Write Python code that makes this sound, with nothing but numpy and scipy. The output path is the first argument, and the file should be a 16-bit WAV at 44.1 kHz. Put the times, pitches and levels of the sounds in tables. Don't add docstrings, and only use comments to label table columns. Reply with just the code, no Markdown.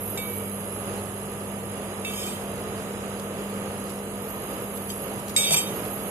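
import sys
import numpy as np
from scipy import signal
from scipy.fft import rfft, irfft
from scipy.io import wavfile
from scipy.ndimage import uniform_filter1d

SR = 44100
rng = np.random.default_rng(int(sys.argv[2]) if len(sys.argv) > 2 else 0)


def how_loud(loudness_db):
    steps = np.asarray(loudness_db, float) / 20
    return 10 ** steps


def generate_wav(sig):
    pcm = np.round(np.clip(np.atleast_2d(sig).T, -1, 1) * 32767).astype(np.int16)
    wavfile.write(sys.argv[1], SR, pcm)


N = 269098

MAINS_HZ = 49.957
# start_s, peak_db, pan_db (left minus right)
BLOWS = [
    (0.175, -17, 10.5),
    (2.0485, -16, -1.5),
    (5.3637, -7.5, -2.0),
]


def rms_one(x):
    return x / np.sqrt(np.mean(x ** 2) + 1e-20)


def in_time(rows):
    s, *columns = np.transpose(rows)
    return [np.interp(np.arange(N) / SR, s, c) for c in columns]


def at_hz(points, hz):
    point_hz, value = np.transpose(points)
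    return np.interp(np.log(hz + 1), np.log(point_hz), value)


def drift(rate):
    r = np.exp(-80 * np.pi * rate / SR)
    noise = rng.standard_normal(N // 40 + 2002)
    slow = signal.lfilter([1], [1, -2 * r, r * r], noise)[2000:]
    return np.interp(np.arange(N) / 40, np.arange(len(slow)), rms_one(slow))


def ring(clicks, hz, t60):
    r = how_loud(-60 / (t60 * SR))
    w = 2 * np.pi * hz / SR
    return signal.lfilter([0, np.sin(w)], [1, -2 * r * np.cos(w), r * r], clicks + 1e-18)


def peak(x, hz, width):
    r = np.exp(-np.pi * width / SR)
    section = [1, 0, -1, 1, -2 * r * np.cos(2 * np.pi * hz / SR), r * r]
    return rms_one(signal.sosfilt([section, section], x))


def band(x, low_hz, high_hz):
    return signal.sosfilt(signal.butter(2, [low_hz, high_hz], "band", fs=SR, output="sos"), x)


def tilt(pan_db):
    return how_loud([[pan_db / 2], [-pan_db / 2]])


def panned(x, pan_db, lag=0):
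    return np.array([np.roll(x, int(lag)), x]) * tilt(pan_db)


def fan():
    # pitch_hz, level_db (per Hz)
    rush = [(18, -49), (30, -30), (97, -10.5), (171, -9), (202, -10), (270, -12.5), (414, -8), (513, -11.5),
            (552, -9.5), (848, -15), (1210, -19), (1470, -22), (2790, -27.5), (4500, -37), (9000, -38),
            (11700, -65), (19800, -120)]
    # pitch_hz, width_hz, boost_db
    duct = [(444, 87, 3), (555, 8.3, 3), (1263, 91, 6), (2890, 640, 5), (4100, 890, 4), (4840, 200, -6),
            (4910, 470, 9), (6260, 1700, 1), (6700, 790, 11), (6870, 52, -7), (9000, 180, 0)]
    # pitch_hz, level_db (rms), pan_db (left minus right)
    tones = [
        (56.8, -56, 0),
        (199.5, -39.5, 0),
        (241.5, -55, 1),
        (481.5, -48.5, 4),
        (968, -60, -6),
        (1177, -58, 12.5),
        (1219, -60, -3),
    ]
    # pitch_hz, likeness (0 to 1)
    likeness = [(60, 0.69), (150, 0.93), (300, 1), (640, 1), (1400, 0.11), (3000, 0.28), (7000, 0.12)]
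    # pitch_hz, pan_db (left minus right)
    lean = [(60, 1), (180, -5.5), (550, 0.5), (1650, -7), (4970, -3.5), (15000, -4)]
    left_lag_s, in_step_s = .00014, 4.24
    t = np.arange(N) / SR

    hz = np.fft.rfftfreq(N, 1 / SR)
    boost_db = sum(db / (1 + (2 * (hz - f) / width) ** 2) for f, width, db in duct)
    colour = how_loud(at_hz(rush, hz) + boost_db) * (hz < 14000)
    alike = np.clip(at_hz(likeness, hz), 0, 1)
    mid, side = rfft(rng.standard_normal((2, N)))
    mid = np.sqrt(1 + alike) * mid
    side = np.sqrt(1 - alike) * side
    lean_db = at_hz(lean, hz)
    left = (mid + side) * how_loud(lean_db / 2) * np.exp(-2j * np.pi * hz * left_lag_s)
    right = (mid - side) * how_loud(-lean_db / 2)
    out = how_loud(-35 + 1.05 * drift(2.02)) * rms_one(irfft(colour * [left, right], N))

    hum = how_loud(-43 - 2 * t) * np.cos(4 * np.pi * MAINS_HZ * (t - in_step_s))
    motor = how_loud(-59) * np.cos(2 * np.pi * 98.05 * (t - in_step_s))
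    out = out + np.sqrt(2) * (hum + motor)

    for tone_hz, db, pan_db in tones:
        wander = np.cumsum(0.263 * drift(1.58)) / SR * (tone_hz > 220)
        tone = np.sin(2 * np.pi * tone_hz * (t + wander / 242))
        out = out + panned(np.sqrt(2) * how_loud(db + 1.25 * drift(1.9)) * tone, pan_db, lag=5.1)
    return out


def coil_force(memory, width, between):
    # place (share of the cycle), level_db
    pulls = [
        (0, 0),
        (.18, -4),
        (.5, -3),
        (.7, -5),
    ]
    cycles = (np.arange(N) / SR - .0155) * MAINS_HZ + 1
    which, place = cycles.astype(int), cycles % 1
    count, size = which[-1] + 1, int(SR / MAINS_HZ) + 1
    keep = np.clip(memory, 0, .98)
    noise = rng.standard_normal((count + 20, size))
    pattern = signal.lfilter([np.sqrt(1 - keep ** 2)], [1, -keep], noise, axis=0)[20:]
    within = np.arange(N) - np.searchsorted(which, which)
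    gate = between
    for at, db in pulls:
        away = (place - at + .5) % 1 - .5
        gate = gate + how_loud(db) * np.exp(-(away / width) ** 2)
    cycle_gain = how_loud(1.2 * rng.standard_normal(count))
    return gate * pattern[which, np.minimum(within, size - 1)] * cycle_gain[which]


def high_ring_db():
    # start_s, end_s, level_db
    flares = [
        (-.1, .35, -44.5),
        (4.232, 5.02, -53.5),
        (5.55, 6.2, -47.5),
    ]
    t = np.arange(N) / SR
    total = how_loud(-58.5)
    for start, end, db in flares:
        swell, fade = (t - start) / 0.04, (end - t) / 0.11
        total = total + how_loud(db) * np.exp(np.minimum(0, np.minimum(swell, fade)))
    return 20 * np.log10(total)


def pot_base():
    # time_s, level_db
    sizzle = [(0.0, -44.5), (0.64, -45), (1.75, -49), (2.23, -47.5), (2.94, -50), (3.26, -50),
              (3.84, -46.5), (4.3, -49.5), (4.86, -45), (5.33, -49), (5.52, -42.5), (6.1, -45.5)]
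    # pitch_hz, width_hz, level_db
    base = [
        [(7580, 190, -9), (7890, 150, -13), (8420, 160, -10.5), (9620, 240, -4), (9870, 120, 0),
         (13200, 440, -12), (13900, 380, -7), (14300, 190, -13)],
        [(10630, 240, -0.5), (10700, 600, 2), (11000, 410, 0), (11100, 350, -24)],
        [(11780, 220, 15), (11300, 180, -18)],
    ]
    sizzle_db, = in_time(sizzle)
    low_db = -53 + 0.18 * (sizzle_db - sizzle_db.mean())
    middle_db = sizzle_db - 0.5
    forces = np.array([coil_force(memory=.7, width=.05, between=.25),
                       coil_force(memory=.6, width=.06, between=.55)])
    out = np.zeros((2, N))
    for modes, level_db in zip(base, [low_db, middle_db, high_ring_db()]):
        group = 0
        for hz, width, db in modes:
            shared, own = np.roll(peak(forces, hz, width), rng.integers(-70, 70), axis=1)
            pair = panned(shared, 0, lag=rng.integers(1, 9)) + 0.43 * own * [[1], [-1]]
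            group = group + how_loud(db + 1.2 * drift(0.15)) * pair
        out += how_loud(level_db + 3) * rms_one(group)
    skirt = band([forces[1], np.roll(forces[1], 883)], 8900, 12700)
    return (out + how_loud(middle_db - 4) * rms_one(skirt)) * tilt(-8.5)


def utensil():
    # pitch_hz, t60_s, tap_db, knock_db, clink_db, first_drag_db, second_drag_db
    bowl = [(2280, 0.95, -5.5, -13, -11, -28, -29), (2340, 0.23, -22, -9, -23, -20, -9.5),
            (2654, 0.34, -11.5, -1.5, -20, -26, -10), (3116, 0.73, -21, -16, -31, -1.5, -7.5),
            (3512, 0.25, -15, -14, -24, -8.5, -5), (3720, 0.4, -9, -10, -1, -18, -5.5),
            (4740, 0.42, -19, -21, -12.5, -16, -10), (6100, 0.31, -19, -26, -25, -25, -7),
            (6730, 0.34, -28, -21, -13, -4.5, -18), (7540, 0.14, -5.5, -18, 2.5, -7, -5.5),
            (8280, 0.096, -10, -17, 2, -19, -4), (8620, 0.32, -14, -19, -5, -8, -23),
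            (8350, 0.26, -12, -17, -17, -5, -0.5), (11300, 0.29, -13, -21, -25, -6, -12)]
    # pitch_hz, struck_db, dragged_db
    handle = [(2500, -20.5, -9), (2810, -20.5, -37), (3884, -18.5, -15), (4496, -19, -17),
              (5090, -16.5, -12), (6020, -13.5, -20), (7910, -18, -9.5), (10130, -36, -21.5),
              (11580, -22, -16), (12200, -22, -5), (12650, -14, -14.5)]
    # start_s, peak_db
    bounces = [
        (5.3714, -13),
        (5.3992, -24),
        (5.5074, -10),
        (5.5287, -23),
        (5.541, -17),
        (5.5658, -29),
    ]
    # start_s, peak_db
    slips = [
        (2.1, -39),
        (2.1349, -25),
        (2.21, -37),
        (2.2257, -26),
        (2.2694, -56),
        (2.2839, -23),
    ]
    # time_s, level_db
    drags = [
        [(2.06, -48), (2.094, -51), (2.098, -48), (2.214, -44), (2.246, -45.5), (2.28, -43.5), (2.412, -59),
         (2.42, -45)],
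        [(5.37, -29), (5.396, -35.5), (5.498, -37.5), (5.544, -26), (5.556, -46), (5.564, -29), (5.648, -49),
         (5.72, -58)],
    ]
    t = np.arange(N) / SR
    live = np.flatnonzero(sum((t > row[0] - .05) & (t < row[0] + .8) for row in BLOWS))
    first, second = ((how_loud(in_time(rows)[0]) * (t > rows[0][0]) * (t < rows[-1][0]))[live] for rows in drags)
    white = rng.standard_normal((2, len(live)))
    uneven = how_loud(0.51 * drift(70))[live]
    wander = drift(21)

    touches = BLOWS + slips + bounces
    at = np.searchsorted(live, [round(row[0] * SR) for row in touches])
    peak_db = np.array([row[1] for row in touches])
    held = [(hz, 0.069, *[struck_db] * 3, *[dragged_db] * 2) for hz, struck_db, dragged_db in handle]
    steel = np.zeros((2, len(live)))
    for k, (hz, t60, tap_db, knock_db, clink_db, first_db, second_db) in enumerate(bowl + held):
        flutter = how_loud(3.97 * np.roll(wander, 9001 * k)[live]) * uneven
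        rub = first * how_loud(first_db) + second * how_loud(second_db)
        grit = np.roll(white, 977 * k, axis=1) * flutter * rub
        split = 1 + rng.uniform(0.0043, 0.0209) * rng.choice([-1, 1])
        for side, twin in enumerate((1, split)):
            slip_db = first_db - 6 + rng.normal(0, 4, len(slips))
            bounce_db = second_db - 5 + rng.normal(0, 4, len(bounces))
            touch_db = np.r_[tap_db, knock_db, clink_db, slip_db, bounce_db]
            twin_loss_db = side * (8 if hz > 3300 else 24)
            clicks = np.zeros(len(live))
            clicks[at] = how_loud(peak_db - 11.5 - twin_loss_db + touch_db)
            struck = ring(clicks, hz * twin, t60 * (1 - 0.55 * side))
            scraped = how_loud(-19.5) * ring(grit[side], hz * twin, 0.35 * t60) / np.sqrt(t60 / 0.15)
            steel += panned(struck + scraped, rng.normal(-2, 2.5), lag=rng.integers(2, 7))

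    steel = signal.sosfilt(signal.butter(3, 1900, "high", fs=SR, output="sos"), steel)
    steel += band(white * uneven * (first * how_loud(6.5) + second * how_loud(6)), 4600, 17000)
    steel += band(white[::-1] * uneven * second, 1900, 5200)
    out = np.zeros((2, N))
    out[:, live] = steel
    return out


def burst(s, length, centre_hz, spread):
    start, t = round(s * SR), np.arange(SR // 5) / SR
    noise = rng.standard_normal((2, len(t)))
    shared, own = rms_one(band(noise, centre_hz / spread, min(centre_hz * spread, 16000)))
    out = np.zeros((2, N))
    out[:, start:start + len(t)] = (shared + 0.92 * own * np.array([[1], [-1]])) * np.exp(-t / length)
    return out


def worktop():
    # start_s, level_db, pitch_hz, t60_s, knock_db
    thud = (5.506, -17, 158, 0.18, -19.5)
    s, db, hz, t60, knock_db = thud
    t = np.clip(np.arange(N) / SR - s, 0, 1)
    thump = how_loud(db) * np.sin(2 * np.pi * hz * t) * (1 - np.exp(-t / 0.026)) * how_loud(-60 * t / t60)
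    rumble = burst(s, 0.022, 680, 1.18) + 0.48 * burst(s + 0.032, 0.03, 820, 1.5)
    tap_crack = how_loud(-35.5) * burst(BLOWS[0][0], 0.005, 5000, 2.3)
    clink_crack = how_loud(-26) * burst(BLOWS[2][0], 0.0039, 5240, 1.1)
    return thump + tap_crack + how_loud(knock_db - 7.5) * rumble + clink_crack


def grip():
    # start_s, peak_db, centre_hz, length_s, pan_db (left minus right)
    creaks = [(3.197, -30.5, 7000, 0.0046, -9), (3.871, -36, 9000, 0.0044, 0),
              (3.894, -35, 6000, 0.023, -3), (3.987, -38, 9000, 0.0065, -4), (4.3, -41, 8000, 0.0074, 2),
              (4.773, -34, 4000, .003, 5), (4.892, -32.5, 6500, 0.039, 0), (5.193, -33, 6000, 0.007, 0),
              (5.282, -30, 9500, 0.0048, 6), (5.294, -29, 7000, 0.012, 0.5), (5.854, -37, 2500, 0.0045, -9)]
    # pitch_hz, level_db, t60_s
    shell = [
        (3140, -32, 0.05),
        (3740, -38, 0.05),
        (4860, -37, 0.068),
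        (6500, -38, 0.089),
        (7900, -34, 0.07),
    ]
    ticks = np.zeros((2, N))
    for s, db, hz, length, pan_db in creaks:
        ticks += how_loud(db - 7) * tilt(pan_db) * burst(s, length, hz, spread=2.6)
    click = np.zeros(N)
    click[round(4.902 * SR)] = 1
    shell_ring = sum(how_loud(db) * ring(click, hz, t60) for hz, db, t60 in shell)
    return ticks + panned(shell_ring, 5.1, lag=4.4)


def thin_treble(x, margin_db, follows, spared_hz, lowest_hz, top_hz, top_rise_db):
    turn = np.array([[1, 1], [1, -1]]) / np.sqrt(2)
    lead = 496
    settings = dict(nperseg=2048, noverlap=1024, window="cosine")
    frames = signal.stft(turn @ np.pad(x, ((0, 0), (lead, 0))), **settings)[2][:, :1024]
    line_db = 20 * np.log10(np.abs(frames) + 1e-10)
    hz = np.arange(1024)[:, None] * SR / 2048
    band_db = np.repeat(line_db.reshape(2, 64, 16, -1).mean(axis=2), 16, axis=1)
    around_db = uniform_filter1d(line_db.max(axis=0), size=121, axis=0)
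    usual_db = np.median(around_db, axis=1, keepdims=True)
    ceiling_db = usual_db[(hz > lowest_hz) & (hz < spared_hz[0])].mean()
    step_db = np.minimum(usual_db, ceiling_db) + follows * (around_db - usual_db) - margin_db
    weak = line_db < step_db + 1.5 * (step_db - 2.5 - band_db)
    weak &= (hz > lowest_hz) & ((hz < spared_hz[0]) | (hz > spared_hz[1]))
    usual_band_db = np.median(band_db, axis=2, keepdims=True)
    weak |= (band_db < usual_band_db + top_rise_db) & (hz > top_hz)
    kept = np.pad(frames * ~weak, ((0, 0), (0, 1), (0, 0)))
    return turn @ signal.istft(kept, **settings)[1][:, lead:lead + N]


def scene():
    return fan() + pot_base() + utensil() + worktop() + grip()


def band_limit(x):
    return signal.sosfilt(signal.butter(12, 15740, fs=SR, output="sos"), x)


def record(dry):
    x = signal.sosfilt(signal.cheby2(10, 60, 16100, fs=SR, output="sos"), dry)
    x = thin_treble(x, margin_db=.4, follows=.76, spared_hz=(9400, 12400), lowest_hz=3400,
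                    top_hz=14000, top_rise_db=3)
    return band_limit(x)


dry = scene()
out = record(dry)
generate_wav(out)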